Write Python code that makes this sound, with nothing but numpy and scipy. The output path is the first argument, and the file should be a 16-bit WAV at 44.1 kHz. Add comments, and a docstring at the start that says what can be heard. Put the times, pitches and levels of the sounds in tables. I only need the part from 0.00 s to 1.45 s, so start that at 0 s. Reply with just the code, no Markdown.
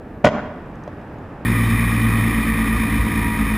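"""Skateboard landing on a stone pavement

Stereo pair in a street. Wheels, trucks and shoes strike the wooden deck within fifty milliseconds: short pushes
into ringing modes, with cracks of noise and small metal ticks. Ledge, ground and house fronts throw back
decaying noise as an echo. The wheels scrub in dense ringing grains and the board rolls on as flickering noise,
ticking and knocking once, over distant traffic and microphone hiss, both banded noise."""
import sys
import numpy as np
from scipy import signal
from scipy.fft import rfft, irfft, next_fast_len
from scipy.io import wavfile

SR = 44100
rng = np.random.default_rng(int(sys.argv[2]) if len(sys.argv) > 2 else 0)


def unload_audio(sound):
    """Save the sound as a 16-bit wav file, at the path given as the first command line argument."""
    columns = np.transpose(np.atleast_2d(sound))
    # keep every value between -1 and 1, then stretch to whole-number steps
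    steps = np.round(np.clip(columns, -1, 1) * 32767)
    wavfile.write(sys.argv[1], SR, steps.astype(np.int16))


def voltage_ratio(level):
    """Linear amplitude factor for a level in decibels (scalar or array-like)."""
    return 10 ** (np.asarray(level, float) / 20)


N = 63945


def rms_one(x):
    """Scale to rms 1."""
    return x / np.sqrt(np.mean(x ** 2) + 1e-20)


def at_hz(points, hz):
    """Read a table's second column on a log-frequency axis."""
    table_hz, values = np.transpose(points)
    return np.interp(np.log(hz), np.log(table_hz), values)


def filtered(x, order, hz, kind="low"):
    """Butterworth filter: a lowpass, or a band between two frequencies."""
    return signal.sosfilt(signal.butter(order, hz, kind, fs=SR, output="sos"), x)


def drift(rate_hz):
    """Slow chance with spread 1: noise through two equal lowpass poles, made at a fortieth of the sample rate."""
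    pole = np.exp(-2 * np.pi * rate_hz * 40 / SR)
    chance = rng.standard_normal(N // 40 + 2002)
    slow = signal.lfilter([1], [1, -2 * pole, pole * pole], chance)[2000:]  # settled part
    return np.interp(np.arange(N) / 40, np.arange(len(slow)), rms_one(slow))


def ring(clicks, hz, t60):
    """A damped resonance: each unit click starts a sine of height 1 that falls 60 dB in t60 seconds."""
    radius = voltage_ratio(-60 / (t60 * SR))
    angle = 2 * np.pi * hz / SR
    return signal.lfilter([0, np.sin(angle)], [1, -2 * radius * np.cos(angle), radius ** 2], clicks + 1e-18)


def fade(clicks, t60):
    """Exponential loss: each click starts an envelope that falls 60 dB in t60 seconds."""
    return signal.lfilter([1], [1, -voltage_ratio(-60 / (t60 * SR))], clicks + 1e-18)


# How alike the two microphones hear a diffuse sound.
# Each row: frequency in Hz, left-right correlation from 0 to 1.
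LIKENESS = [(60, 1.0), (180, 1.0), (550, 0.99), (1650, 0.83), (4970, 0.08), (15000, 0.091)]


def stereo_bands():
    """Half-octave noise bands: a shared mid and an opposed side give the pair's left-right likeness."""
    edges = 20 * 2 ** np.arange(0, 10, 0.5)  # Hz
    white = rng.standard_normal((2, 2, N + 4000))
    for k, (low, high) in enumerate(zip(edges, edges[1:])):
        # Neighbouring bands use different noise; the filter's start is dropped.
        mid, side = filtered(white[k % 2], 2, [low, high], "band")[:, 4000:]
        centre = np.sqrt(low * high)
        alike = np.clip(at_hz(LIKENESS, centre), 0, 1)
        yield centre, np.sqrt(1 + alike) * mid + np.sqrt(1 - alike) * side * [[1], [-1]]


def noise(spectrum, patchy_db, rate_hz):
    """Coloured stereo noise at rms 1, its bands flickering partly together and mostly each alone."""
    together = drift(rate_hz)
    total = 0
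    for hz, band in stereo_bands():
        flicker_db = patchy_db * (0.31 * together + drift(rate_hz))
        total = total + voltage_ratio(at_hz(spectrum, hz) + flicker_db) * band
    return rms_one(total)


# Distant traffic at the microphones.
# Each row: frequency in Hz, relative level in dB per Hz.
TRAFFIC = [(20, -5.5), (40, -3), (70, -1.5), (120, -3), (260, -3), (400, -9.5), (700, -10), (1000, -20.5),
           (1600, -21), (2500, -37.5), (3600, -75.5), (5000, -36), (9000, -103)]


def traffic():
    """Distant traffic: dark noise with a slight flicker in its bands."""
    return voltage_ratio(-35.5) * noise(TRAFFIC, patchy_db=0.5, rate_hz=8)


# Hiss of the microphones themselves.
# Each row: frequency in Hz, relative level in dB per Hz.
HISS = [(2060, -25), (3500, -14), (5080, -16.5), (15200, -12.5), (16100, -17), (16700, -48)]


def microphone_hiss():
    """Microphone hiss: faint, mostly high noise with slowly flickering bands."""
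    return voltage_ratio(-72) * noise(HISS, patchy_db=0.8, rate_hz=3.8)


# Blows of wheels, trucks and shoes on the board, in the landing and one late knock.
# Each row: start in seconds, relative deck level in dB, contact in ms, relative crack level in dB,
# extra level of the low thump modes in dB.
BLOWS = [(.2400, -16, 1.35, -55, 6), (.2428, -14.5, 0.2, -28.5, -0.5), (0.2456, -2, 0.57, -18.5, -1.5),
         (.2470, -5, 0.52, -24, -3), (.2500, -20.5, 0.64, -38.5, -2.5), (.2543, -14.5, 0.31, -20, 8.5),
         (0.258, -24, 0.17, -37, 7), (0.262, -13, 0.62, -31, 2), (0.2648, -5.5, 0.56, -41.5, 2.5),
         (.2675, -9, 0.5, -29.5, 5.5), (.2710, -5.5, 0.44, -26, 0), (0.278, -14.5, 0.31, -37, 2),
         (.2875, -13.5, 0.33, -35, -1), (.8770, -21, 0.92, -43, -14)]
# Ringing modes of the wooden deck and the trucks.
# Each row: frequency in Hz, relative level in dB, time to fall 60 dB in seconds.
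DECK = [(130, -6.5, 0.034), (206, -12, 0.33), (230, -4, 0.039), (541, -21, 0.05), (603, 0, .048),
        (704, -8, 0.045), (1008, -3.5, 0.028), (1140, -18.5, 0.046), (1487, -7.5, 0.056), (1922, -4, 0.02),
        (2380, -22, 0.031), (2816, -11.5, 0.049), (3180, -4.5, 0.03), (4430, -41, .02)]
# Colour of the crack that comes with each blow.
# Each row: frequency in Hz, relative level in dB per Hz.
CRACK = [(500, -11.5), (1000, -2), (1600, -3), (2500, -5), (3500, -13.5), (5000, -20), (6800, -14),
         (9000, -29), (14000, -41), (16500, -47), (19000, -75)]


def deck_modes():
    """Each blow is a smooth push into all modes; a longer contact feeds the high modes less."""
    MODE_SPREAD_DB, THUMP_BELOW_HZ = 1.5, 300
    RADIATES_FROM_HZ, DULL_ABOVE_HZ = 143, 2770
    out = np.zeros(N)
    spread_db = MODE_SPREAD_DB * rng.standard_normal((len(BLOWS), len(DECK)))
    for (hz, mode_db, t60), mode_spread_db in zip(DECK, spread_db.T):
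        force = np.zeros(N)
        for (s, blow_db, contact_ms, _, thump_db), own_db in zip(BLOWS, mode_spread_db):
            start = int(s * SR)
            quarter_contact = contact_ms * SR / 4000  # samples
            age = (np.arange(400) + 1 - s * SR % 1) / quarter_contact
            push = age ** 2 * np.exp(-1.5 * age)
            level_db = blow_db + mode_db + own_db + thump_db * (hz < THUMP_BELOW_HZ)
            force[start:start + 400] -= voltage_ratio(level_db) * push / push.sum()
        out += ring(force, hz, t60)
    return filtered(out, 2, [RADIATES_FROM_HZ, DULL_ABOVE_HZ], "band")


def cracks():
    """Each blow also sets off a burst of noise, bright and short over a duller, longer tail."""
    SIDE_DB, BRIGHT_T60_S = -12.5, 0.018
    TAIL_DB, TAIL_T60_S, TAIL_CUT_HZ = -8.5, 0.086, 5600
    starts = np.zeros(N)
    for s, _, _, crack_db, _ in BLOWS:
        starts[int(s * SR)] = voltage_ratio(crack_db)
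    starts = signal.lfilter([0.2], [1, -0.8], starts)  # softens the onsets
    first, second = noise(CRACK, patchy_db=0, rate_hz=10)
    bright = first + voltage_ratio(SIDE_DB) * second * [[1], [-1]]  # narrow stereo
    dull = filtered(bright, 2, TAIL_CUT_HZ)
    return fade(starts, BRIGHT_T60_S) * bright + voltage_ratio(TAIL_DB) * fade(starts, TAIL_T60_S) * dull


def board():
    """The struck board: ringing deck modes and the cracks of the same blows."""
    return deck_modes() + cracks()


# How long the house fronts keep each band alive.
# Each row: frequency in Hz, time to fall 60 dB in seconds.
FRONTS_T60 = [(100, 0.45), (600, 0.86), (2000, 1), (5000, 0.63), (12000, 0.15)]
# Colour of what the house fronts send back.
# Each row: frequency in Hz, relative level in dB.
FRONTS_COLOUR = [(100, -3.5), (250, 7), (420, 7), (600, -6.5), (850, 5.5), (1200, 1), (2200, -1.5),
                 (3500, -2.5), (6500, -0.5), (9000, -12.5), (15000, -21)]


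def street(x):
    """Scattered echo: a quick return from ledge and ground, then a swell from the house fronts dying by band."""
    NEAR_DB, NEAR_T60_S = -15, 0.1
    FRONTS_DB, DELAY_S, RISE_S, HOLD_S = -17.5, 0.041, 0.022, 0.016
    CUT_HZ = 8500
    t = np.arange(N) / SR
    late = t - DELAY_S
    swell = np.clip(late / RISE_S, 0, 1)
    near, fronts = 0, 0
    for hz, band in stereo_bands():
        near = near + band * voltage_ratio(-60 * t / NEAR_T60_S)
        dying_db = -60 * np.maximum(late - RISE_S - HOLD_S, 0) / at_hz(FRONTS_T60, hz)
        fronts = fronts + band * swell * voltage_ratio(at_hz(FRONTS_COLOUR, hz) + dying_db)
    answer = (voltage_ratio(NEAR_DB) * rms_one(near) + voltage_ratio(FRONTS_DB) * rms_one(fronts)) / np.sqrt(N)
    answer = filtered(answer, 4, CUT_HZ)
    size = next_fast_len(2 * N)
    return irfft(rfft(x, size) * rfft(answer, size), size)[:, :N]  # convolution


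# Wheels rolling on stone.
# Each row: frequency in Hz, relative level in dB per Hz.
ROLL = [(50, -46), (100, 4.5), (200, -4.5), (400, -13.5), (700, -14.5), (1200, -13), (2000, -21),
        (3200, -60), (5000, -37), (7000, -69), (10000, -74)]


def rolling():
    """Wheels on stone: flickering low noise that rises as the rolling begins, then stays."""
    FROM_S, RISE_S = 0.25, 0.1
    rise = np.clip((np.arange(N) / SR - FROM_S) / RISE_S, 0, 1)
    return voltage_ratio(-40) * rise * noise(ROLL, patchy_db=0.8, rate_hz=20)


# Small metal ticks of the trucks.
# Each row: start in seconds, relative level in dB, frequency in Hz.
TICKS = [(0.2536, -25, 5420), (0.6595, -64, 5900), (.755, -54.5, 6170), (.837, -48.5, 6200),
         (.9304, -62, 4400), (1.014, -59, 5030), (1.186, -58.5, 6630)]


def ticks():
    """Small metal parts of the trucks: short high rings, each with a snap of noise lasting twice as long."""
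    T60_S, SNAP_DB = 0.011, 2.0
    out = np.zeros(N)
    snap_noise = filtered(rng.standard_normal(N), 2, (3000, 7500), "band")
    for s, db, hz in TICKS:
        click = np.zeros(N)
        click[int(s * SR)] = voltage_ratio(db)
        snap = voltage_ratio(SNAP_DB) * fade(click, T60_S * 2) * snap_noise
        out += ring(click, hz, T60_S) + snap
    return out


# Wheels scrubbing the stone while the rider's weight sinks in.
# Each row: time in seconds, level in dB.
SCRUB = [(.29, -48), (.33, -34), (.365, -30), (.39, -27.5), (.405, -36.5), (.43, -43), (.52, -43)]


def scrub():
    """Wheels scrubbing stone: dense uneven grains at random moments, each ringing a few cycles."""
    GRAINS_PER_S, LOW_HZ, HIGH_HZ, CYCLES, CUT_HZ = 2000, 850, 1700, 7.0, 3000
    sizes = voltage_ratio(3.0 * np.minimum(rng.exponential(1, N), 4)) * rng.choice([-1, 1], N)
    sizes = sizes * (rng.random(N) < GRAINS_PER_S / SR)
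    pitches = np.geomspace(LOW_HZ, HIGH_HZ, 14)
    dealt = rng.integers(0, 14, N)  # which pitch each grain takes
    grains = sum(ring(sizes * (dealt == k), hz, CYCLES / hz) for k, hz in enumerate(pitches))
    grains = filtered(grains, 2, CUT_HZ)
    s, db = np.transpose(SCRUB)
    level_db = np.interp(np.arange(N) / SR, s, db, left=-120, right=-120)
    return voltage_ratio(level_db) * rms_one(grains)


def scene():
    """Board and ticks with their echo, scrub, rolling and traffic, a touch to the right; hiss on top."""
    hits = board() + ticks()
    echo = street(hits.mean(axis=0))
    outdoors = hits + echo + scrub() + rolling() + traffic()
    balance = voltage_ratio([[0.35], [-0.35]])[::-1]  # left lower, right higher
    return outdoors * balance + microphone_hiss()


def top_cut(x):
    """Nothing passes above the cut-off."""
    return signal.sosfilt(signal.butter(12, 16890, fs=SR, output="sos"), x)


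def record(dry):
    """Any swing beyond full scale is cut flat at the ceiling."""
    mix = np.clip(dry, -1, 1)
    return top_cut(mix)


dry = scene()
out = record(dry)
unload_audio(out)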